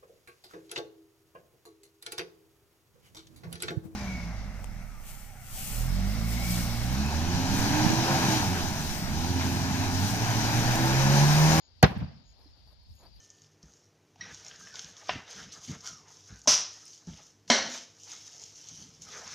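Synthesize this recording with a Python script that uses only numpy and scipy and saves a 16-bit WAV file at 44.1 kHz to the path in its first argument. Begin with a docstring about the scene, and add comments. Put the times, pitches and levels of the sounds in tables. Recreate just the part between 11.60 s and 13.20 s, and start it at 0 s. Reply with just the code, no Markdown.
"""A backyard at dusk: a thrown axe bites into a plank target a few metres from a phone.
The split is a burst of noise; boards and stand ring as decaying modes, struck again as echoes return.
Bands of noise make the scattered echoes of the yard; crickets chirp in trains of short tone pulses.
Someone shifts on the grass: grainy noise rustles and a low footfall.
Behind it lie a flickering air hiss and the rumble of wind gusts on the microphone ports."""
import sys
import numpy as np
from scipy import signal
from scipy.fft import rfft, irfft
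from scipy.io import wavfile
from scipy.ndimage import uniform_filter1d

SR = 44100
rng = np.random.default_rng(int(sys.argv[2]) if len(sys.argv) > 2 else 0)


def int16_out(signal):
    """Quantize to a 16-bit WAV file."""
    q = np.round(np.clip(np.atleast_2d(signal).T, -1, 1) * 32767)
    wavfile.write(sys.argv[1], SR, q.astype(np.int16))


N = 70560
t = np.arange(N) / SR
FREQ = np.maximum(np.arange(N // 2 + 1) * SR / N, 1.)  # Hz; at least 1 so its log exists

# Spectrum of splitting fibres: [f/Hz, relative level/dB per Hz]
BITE_SPECTRUM = [(400, -14.5), (1000, 7.5), (2500, -4.5), (5000, -10), (6500, 1), (8000, -11.5),
                 (12000, -3), (14000, -17.5), (14800, -21.5)]
# Modes of the boards: [f/Hz, level/dB, time to fall 60 dB/s]
BOARD_MODES = [(575.9, -29.5, .07), (663, -13, 0.027), (750, -9, 0.029), (819, -20.5, 0.038),
               (1177, -21, 0.036), (1452, -20.5, 0.083), (1682, -18.5, 0.058), (1950, -13, 0.014),
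               (2330, -20, 0.05), (3020, -25, 0.033), (3737, -23.5, 0.044), (4509, -13.5, .03),
               (6474, -17.5, 0.021)]
# Modes of the whole target on its legs: [f/Hz, level/dB, time to fall 60 dB/s]
STAND_MODES = [(90, -16.5, 0.072), (152, 0.5, .065), (189.8, -4.5, 0.1), (338.8, -25, 0.11)]
# The blow and its returns from ground, hedge and wall: [t/s, boards level/dB, stand level/dB]
BLOWS_AND_RETURNS = [(.2298, 0, -2), (.2339, -8, -25.5), (.246, -38, -20), (.272, -40, -27.5),
                     (.306, -44, -23), (.381, -47, -30.5), (.419, -38, -18.5), (.446, -42, -29.5)]
# Scattered returns of the yard: [t/s, bass level/dB, middle level/dB, treble level/dB, top level/dB]
YARD_DECAY = [(0.243, -18, -14.5, -17, -71), (0.257, -28.5, -28.5, -35.5, -59),
              (0.283, -36.5, -40.5, -42.5, -67.5), (0.315, -32, -41.5, -47, -70),
              (0.339, -53, -44.5, -53.5, -76), (0.373, -30.5, -48, -48, -87),
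              (0.379, -40, -52.5, -57.5, -70), (0.407, -37, -51.5, -50.5, -80),
              (0.423, -30.5, -44, -55.5, -83), (0.447, -35.5, -57, -57, -89), (0.483, -47.5, -58, -62, -95),
              (0.62, -58, -72.5, -75.5, -104)]
# Limits of those four bands: [low f/Hz, high f/Hz]
YARD_BAND_LIMITS = [(60, 300), (300, 1500), (1500, 7500), (7500, 14500)]
# Colour of the yard's returns: [f/Hz, relative level/dB]
YARD_COLOUR = [(60, 4), (150, 12.5), (299, -3), (300, 8), (800, 10.5), (1500, 1), (3000, -7), (5500, -16),
               (7499, -31), (7500, 1), (14000, 4)]
# How unlike left and right are in each band: [1 minus correlation]
YARD_UNLIKENESS = [0.45, 1, 1, 0.35]
# Microphone ports, towards target and yard: [f/Hz, left minus right level/dB]
PORT_BALANCE = [(60, 1), (200, .5), (370, 0), (680, -3.5), (1260, -2.5), (2310, 1), (4240, 7), (7780, 0),
                (14300, 0)]
# Microphone ports, towards the target: [f/Hz, left's phase lead/rad]
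PORT_LEAD = [(300, 0), (700, -.6), (1810, -1.6), (2930, -1.4), (4740, -2.5), (7000, -1.2), (9000, -1.2),
             (14500, -1)]
# Cricket chirps; late pulses approach this pitch and typical peak level:
# [t/s, pulse count, pulse spacing/s, pulse length/s, f/Hz, level/dB, left minus right level/dB]
CRICKET_CHIRPS = [(.002, 7, .0117, .014, 6730, -67, 2), (.638, 8, .0117, .014, 6760, -66, 2),
                  (1.335, 9, .0117, .014, 6740, -67, 2), (.33, 4, .049, .026, 4680, -59, 9),
                  (.93, 4, .048, .024, 4660, -60, 9), (1.41, 4, .048, .026, 4690, -59, 9),
                  (.715, 5, .047, .022, 4200, -64, 3), (1.385, 3, .047, .022, 4200, -65, 0),
                  (.01, 4, .03, .03, 4580, -64, 3), (.45, 6, .022, .018, 5280, -67, 0),
                  (.78, 7, .022, .018, 5300, -67, 0), (1.19, 7, .022, .018, 5280, -67, 0),
                  (1.18, 4, .035, .025, 4500, -66, 0), (1.55, 3, .022, .018, 5300, -67, 0)]
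# Cloth and grass rustles: [t/s, length/s, treble level/dB, middle level/dB]
RUSTLE_EVENTS = [(0.056, 0.088, -110, -76), (0.728, 0.18, -82, -70), (0.942, 0.085, -86, -73.5),
                 (1.052, 0.1, -77.5, -69), (1.224, 0.022, -79, -77.5), (1.273, 0.17, -75.5, -98),
                 (1.378, 0.13, -77, -61), (1.521, .1, -82.5, -93.5)]
# Colour of the rustles' treble: [f/Hz, relative level/dB]
RUSTLE_TREBLE_COLOUR = [(7000, -2), (9000, 5.5), (12000, 14.5), (14500, -0.5)]
# Colour of the rustles' middle: [f/Hz, relative level/dB]
RUSTLE_MIDDLE_COLOUR = [(100, -10), (300, 0), (900, -1), (1400, -11), (4000, -26)]
# Spectrum of the distant air: [f/Hz, relative level/dB per Hz]
AIR_SPECTRUM = [(150, -11), (260, -3.5), (340, -9.5), (634, -6), (934, -7), (1110, -14.5), (2360, -14),
                (3030, -12.5), (4200, -9), (4700, -3.5), (5400, -12), (5900, -20.5), (7150, -23),
                (7900, -44), (14500, -60)]
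# Balance of the air at the ports: [f/Hz, left minus right level/dB]
AIR_BALANCE = [(60, 18), (110, 0.5), (200, -0.5), (370, -5), (680, 2), (1260, 3.5), (2310, 2.5), (4240, 15),
               (7780, 9), (14300, -2.5)]
# Slow swell of the air: [t/s, level change/dB]
AIR_SWELL_CURVE = [(0, -2.5), (.2, -0.5), (.6, -0.5), (1.0, 0), (1.3, -2), (1.6, 1)]
# Spectrum of wind on the ports: [f/Hz, relative level/dB per Hz]
WIND_SPECTRUM = [(20, 12), (40, 10), (60, 4), (85, 0), (120, -9), (200, -18), (300, -32), (600, -50)]
# Strength of the wind: [t/s, level/dB before flicker]
WIND_GUSTS = [(0, -59), (.08, -58), (.16, -50), (.22, -55), (.5, -54), (.62, -52), (.71, -46), (.77, -54),
              (.84, -52), (.91, -46), (.96, -51), (1.07, -47), (1.14, -49), (1.25, -49), (1.33, -40),
              (1.38, -52), (1.45, -48), (1.6, -48)]

BITE_S, BITE_DB, BITE_T60_S = .2276, -14.5, .01254
BOARD_PUSH_S, STAND_PUSH_S = .0001, .0037  # contact times of the first two blows
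BOARD_RETURN_PUSH_S, STAND_RETURN_PUSH_S = .00078, .008  # longer pushes make duller returns
STAND_LAG_S = .0034  # the stand answers after the boards
YARD_RISE_S, YARD_FADE_S = .017, .05
CHIRP_PITCH_CLIMB, CHIRP_PORT_PHASE_RAD = .012, 1.2  # climb as a share of pitch; right port leads
CHIRP_SWELL_DB, PULSE_SCATTER_DB, PULSE_JITTER = 6., 2.5, .08  # jitter as a share of the spacing
STEP_S, STEP_HZ, STEP_DB, STEP_T60_S, STEP_PUSH_S = .857, 290, -50, .08, .002
RUSTLE_GRAIN_DB, RUSTLE_GRAIN_HZ = 2., 100
AIR_DB, AIR_FLICKER_DB, AIR_FLICKER_HZ = -67, 1., 38
WIND_ALIKE, WIND_FLICKER_DB, WIND_FLICKER_HZ = -.1, 2., 25  # alike: correlation of left and right
BOTTOM_HZ, TOP_HZ, CEILING = 55, 14650, 1.15


def undb(db):
    """Convert level in dB to gain."""
    return 10 ** (np.asarray(db) / 20)


def over_frequency(table):
    """Read a (f/Hz, value) table at every frequency, straight between points on a log axis."""
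    hz, value = np.array(table, float).T
    return np.interp(np.log(FREQ), np.log(hz), value)


def over_time(table):
    """Read a (t/s, value) table at every sample."""
    return np.interp(t, *np.array(table).T)


def band(spectrum, lo, hi):
    """Keep only the part of a spectrum from lo up to hi Hz."""
    return spectrum * (FREQ >= lo) * (FREQ < hi)


def noise(table, lo=0., hi=1e5, alike=0.79):
    """Two channels of coloured noise, rms 1 overall; alike is their correlation."""
    white = rfft(rng.standard_normal((2, N)))
    mid, side = irfft(band(white * undb(over_frequency(table)), lo, hi), N)
    alike = np.clip(alike, -1, 1)
    opposed = side * np.array([[1], [-1]])
    out = np.sqrt(1 + alike) * mid + np.sqrt(1 - alike) * opposed
    return out / np.sqrt(np.mean(out ** 2))


def walk(rate):
    """Random levels drawn rate times a second, with straight slides between them."""
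    hold = int(SR / rate)
    steps = np.repeat(rng.standard_normal(N // hold + 1), hold)
    return 1.2 * uniform_filter1d(steps, hold)[:N]  # 1.2 makes up for spread lost in smoothing


def ring(start, modes, push_s):
    """Decaying modes struck at start; a longer push softens the higher ones."""
    since = np.maximum(t - start, 0)
    x = np.zeros(N)
    for hz, db, t60 in modes:
        x += undb(db) * np.sin(2 * np.pi * hz * since) * 1000. ** (-since / t60)
    push = np.hanning(max(int(push_s * SR), 1) + 2)[1:-1]
    return np.convolve(x, push / push.sum())[:N]


def ports(x, balance_db, lead_rad=0.):
    """Split level and phase differences evenly between the two microphone ports."""
    left = undb(balance_db / 2) * np.exp(.5j * lead_rad)
    return irfft(rfft(x) * np.array([left, 1 / left]), N)


def axe():
    """Fibres crack as a dying noise burst; boards and stand ring at the blow and its returns."""
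    since = t - BITE_S
    decay = (since > 0) * 1000. ** (-np.abs(since) / BITE_T60_S)
    x = undb(BITE_DB) * noise(BITE_SPECTRUM, 400)[0] * decay
    for k, (start, board_db, stand_db) in enumerate(BLOWS_AND_RETURNS):
        board_push, stand_push = BOARD_RETURN_PUSH_S, STAND_RETURN_PUSH_S
        if k < 2:
            board_push, stand_push = BOARD_PUSH_S, STAND_PUSH_S
        x = x + undb(board_db) * ring(start, BOARD_MODES, board_push)
        x = x + undb(stand_db) * ring(start + STAND_LAG_S, STAND_MODES, stand_push)
    return ports(x, over_frequency(PORT_BALANCE), over_frequency(PORT_LEAD))


def yard():
    """Dense scattered returns: four bands of noise, each dying in its own way."""
    decay = np.array(YARD_DECAY)
    times = decay[:, 0]
    rise = np.clip((t - times[0]) / YARD_RISE_S + 1, 0, 1)  # complete at the first time listed
    fade = np.clip((times[-1] + YARD_FADE_S - t) / YARD_FADE_S, 0, 1)
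    out = 0
    for k, (lo, hi) in enumerate(YARD_BAND_LIMITS):
        level_db = np.interp(t, times, decay[:, k + 1])
        out = out + noise(YARD_COLOUR, lo, hi, 1 - YARD_UNLIKENESS[k]) * undb(level_db)
    return ports(out * rise * fade, over_frequency(PORT_BALANCE))


def crickets():
    """Each chirp is an uneven train of tone pulses that swells and climbs a little in pitch."""
    out = np.zeros((2, N))
    port_phase = np.array([[0], [CHIRP_PORT_PHASE_RAD]])
    chance = rng.standard_normal((len(CRICKET_CHIRPS), 12, 2))
    for (start, count, spacing, length, hz, db, pan_db), c in zip(CRICKET_CHIRPS, chance):
        pan = undb(np.array([[pan_db], [-pan_db]]) / 2)
        for k in range(count):
            shortfall = .5 ** k  # halves with every pulse
            pulse_hz = hz * (1 - CHIRP_PITCH_CLIMB * shortfall)
            pulse_db = db - CHIRP_SWELL_DB * shortfall + PULSE_SCATTER_DB * c[k, 0]
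            since = t - start - (k + PULSE_JITTER * c[k, 1]) * spacing
            envelope = np.sin(np.pi * np.clip(since / length, 0, 1)) * undb(pulse_db)
            out += envelope * np.sin(2 * np.pi * pulse_hz * since + port_phase) * pan
    return out


def movement():
    """Cloth and grass rub as grainy noise that swells and fades; one soft footfall is a low ring."""
    treble = noise(RUSTLE_TREBLE_COLOUR, 6000, alike=0.33)
    middle = noise(RUSTLE_MIDDLE_COLOUR, 120, 5300, 1.0)
    out = ring(STEP_S, [(STEP_HZ, STEP_DB, STEP_T60_S)], STEP_PUSH_S)
    grain = undb(RUSTLE_GRAIN_DB * walk(RUSTLE_GRAIN_HZ))
    for start, length, treble_db, middle_db in RUSTLE_EVENTS:
        envelope = np.sin(np.pi * np.clip((t - start) / length, 0, 1)) * grain
        out = out + envelope * (undb(treble_db) * treble + undb(middle_db) * middle)
    return out


def air():
    """Far insects and leaves: half-octave bands of noise whose levels flicker independently."""
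    spectrum = rfft(noise(AIR_SPECTRUM, alike=0.))
    edges = 150 * 2 ** np.arange(0, 7.1, .5)  # Hz
    out = 0
    for lo, hi in zip(edges, edges[1:]):
        flicker = undb(AIR_FLICKER_DB * walk(AIR_FLICKER_HZ))
        out = out + irfft(band(spectrum, lo, hi), N) * flicker
    return ports(out, over_frequency(AIR_BALANCE)) * undb(AIR_DB + over_time(AIR_SWELL_CURVE))


def wind():
    """Gusts rumble on the ports: deep noise, almost unrelated left and right, with a quick flicker."""
    flicker_db = WIND_FLICKER_DB * walk(WIND_FLICKER_HZ)
    return noise(WIND_SPECTRUM, alike=WIND_ALIKE) * undb(over_time(WIND_GUSTS) + flicker_db)


def scene():
    """All sources at the two microphone ports."""
    return axe() + yard() + crickets() + movement() + air() + wind()


def record(dry):
    """The phone cuts the deep bass, rounds the loudest peaks and cuts the top."""
    bass_cut = signal.butter(4, BOTTOM_HZ, "high", fs=SR, output="sos")
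    top_cut = signal.ellip(10, .2, 90, TOP_HZ, fs=SR, output="sos")  # ripple and rejection in dB
    dry = signal.sosfilt(bass_cut, dry)
    dry = CEILING * np.tanh(dry / CEILING)
    return signal.sosfilt(top_cut, dry)


dry = scene()
out = record(dry)
int16_out(out)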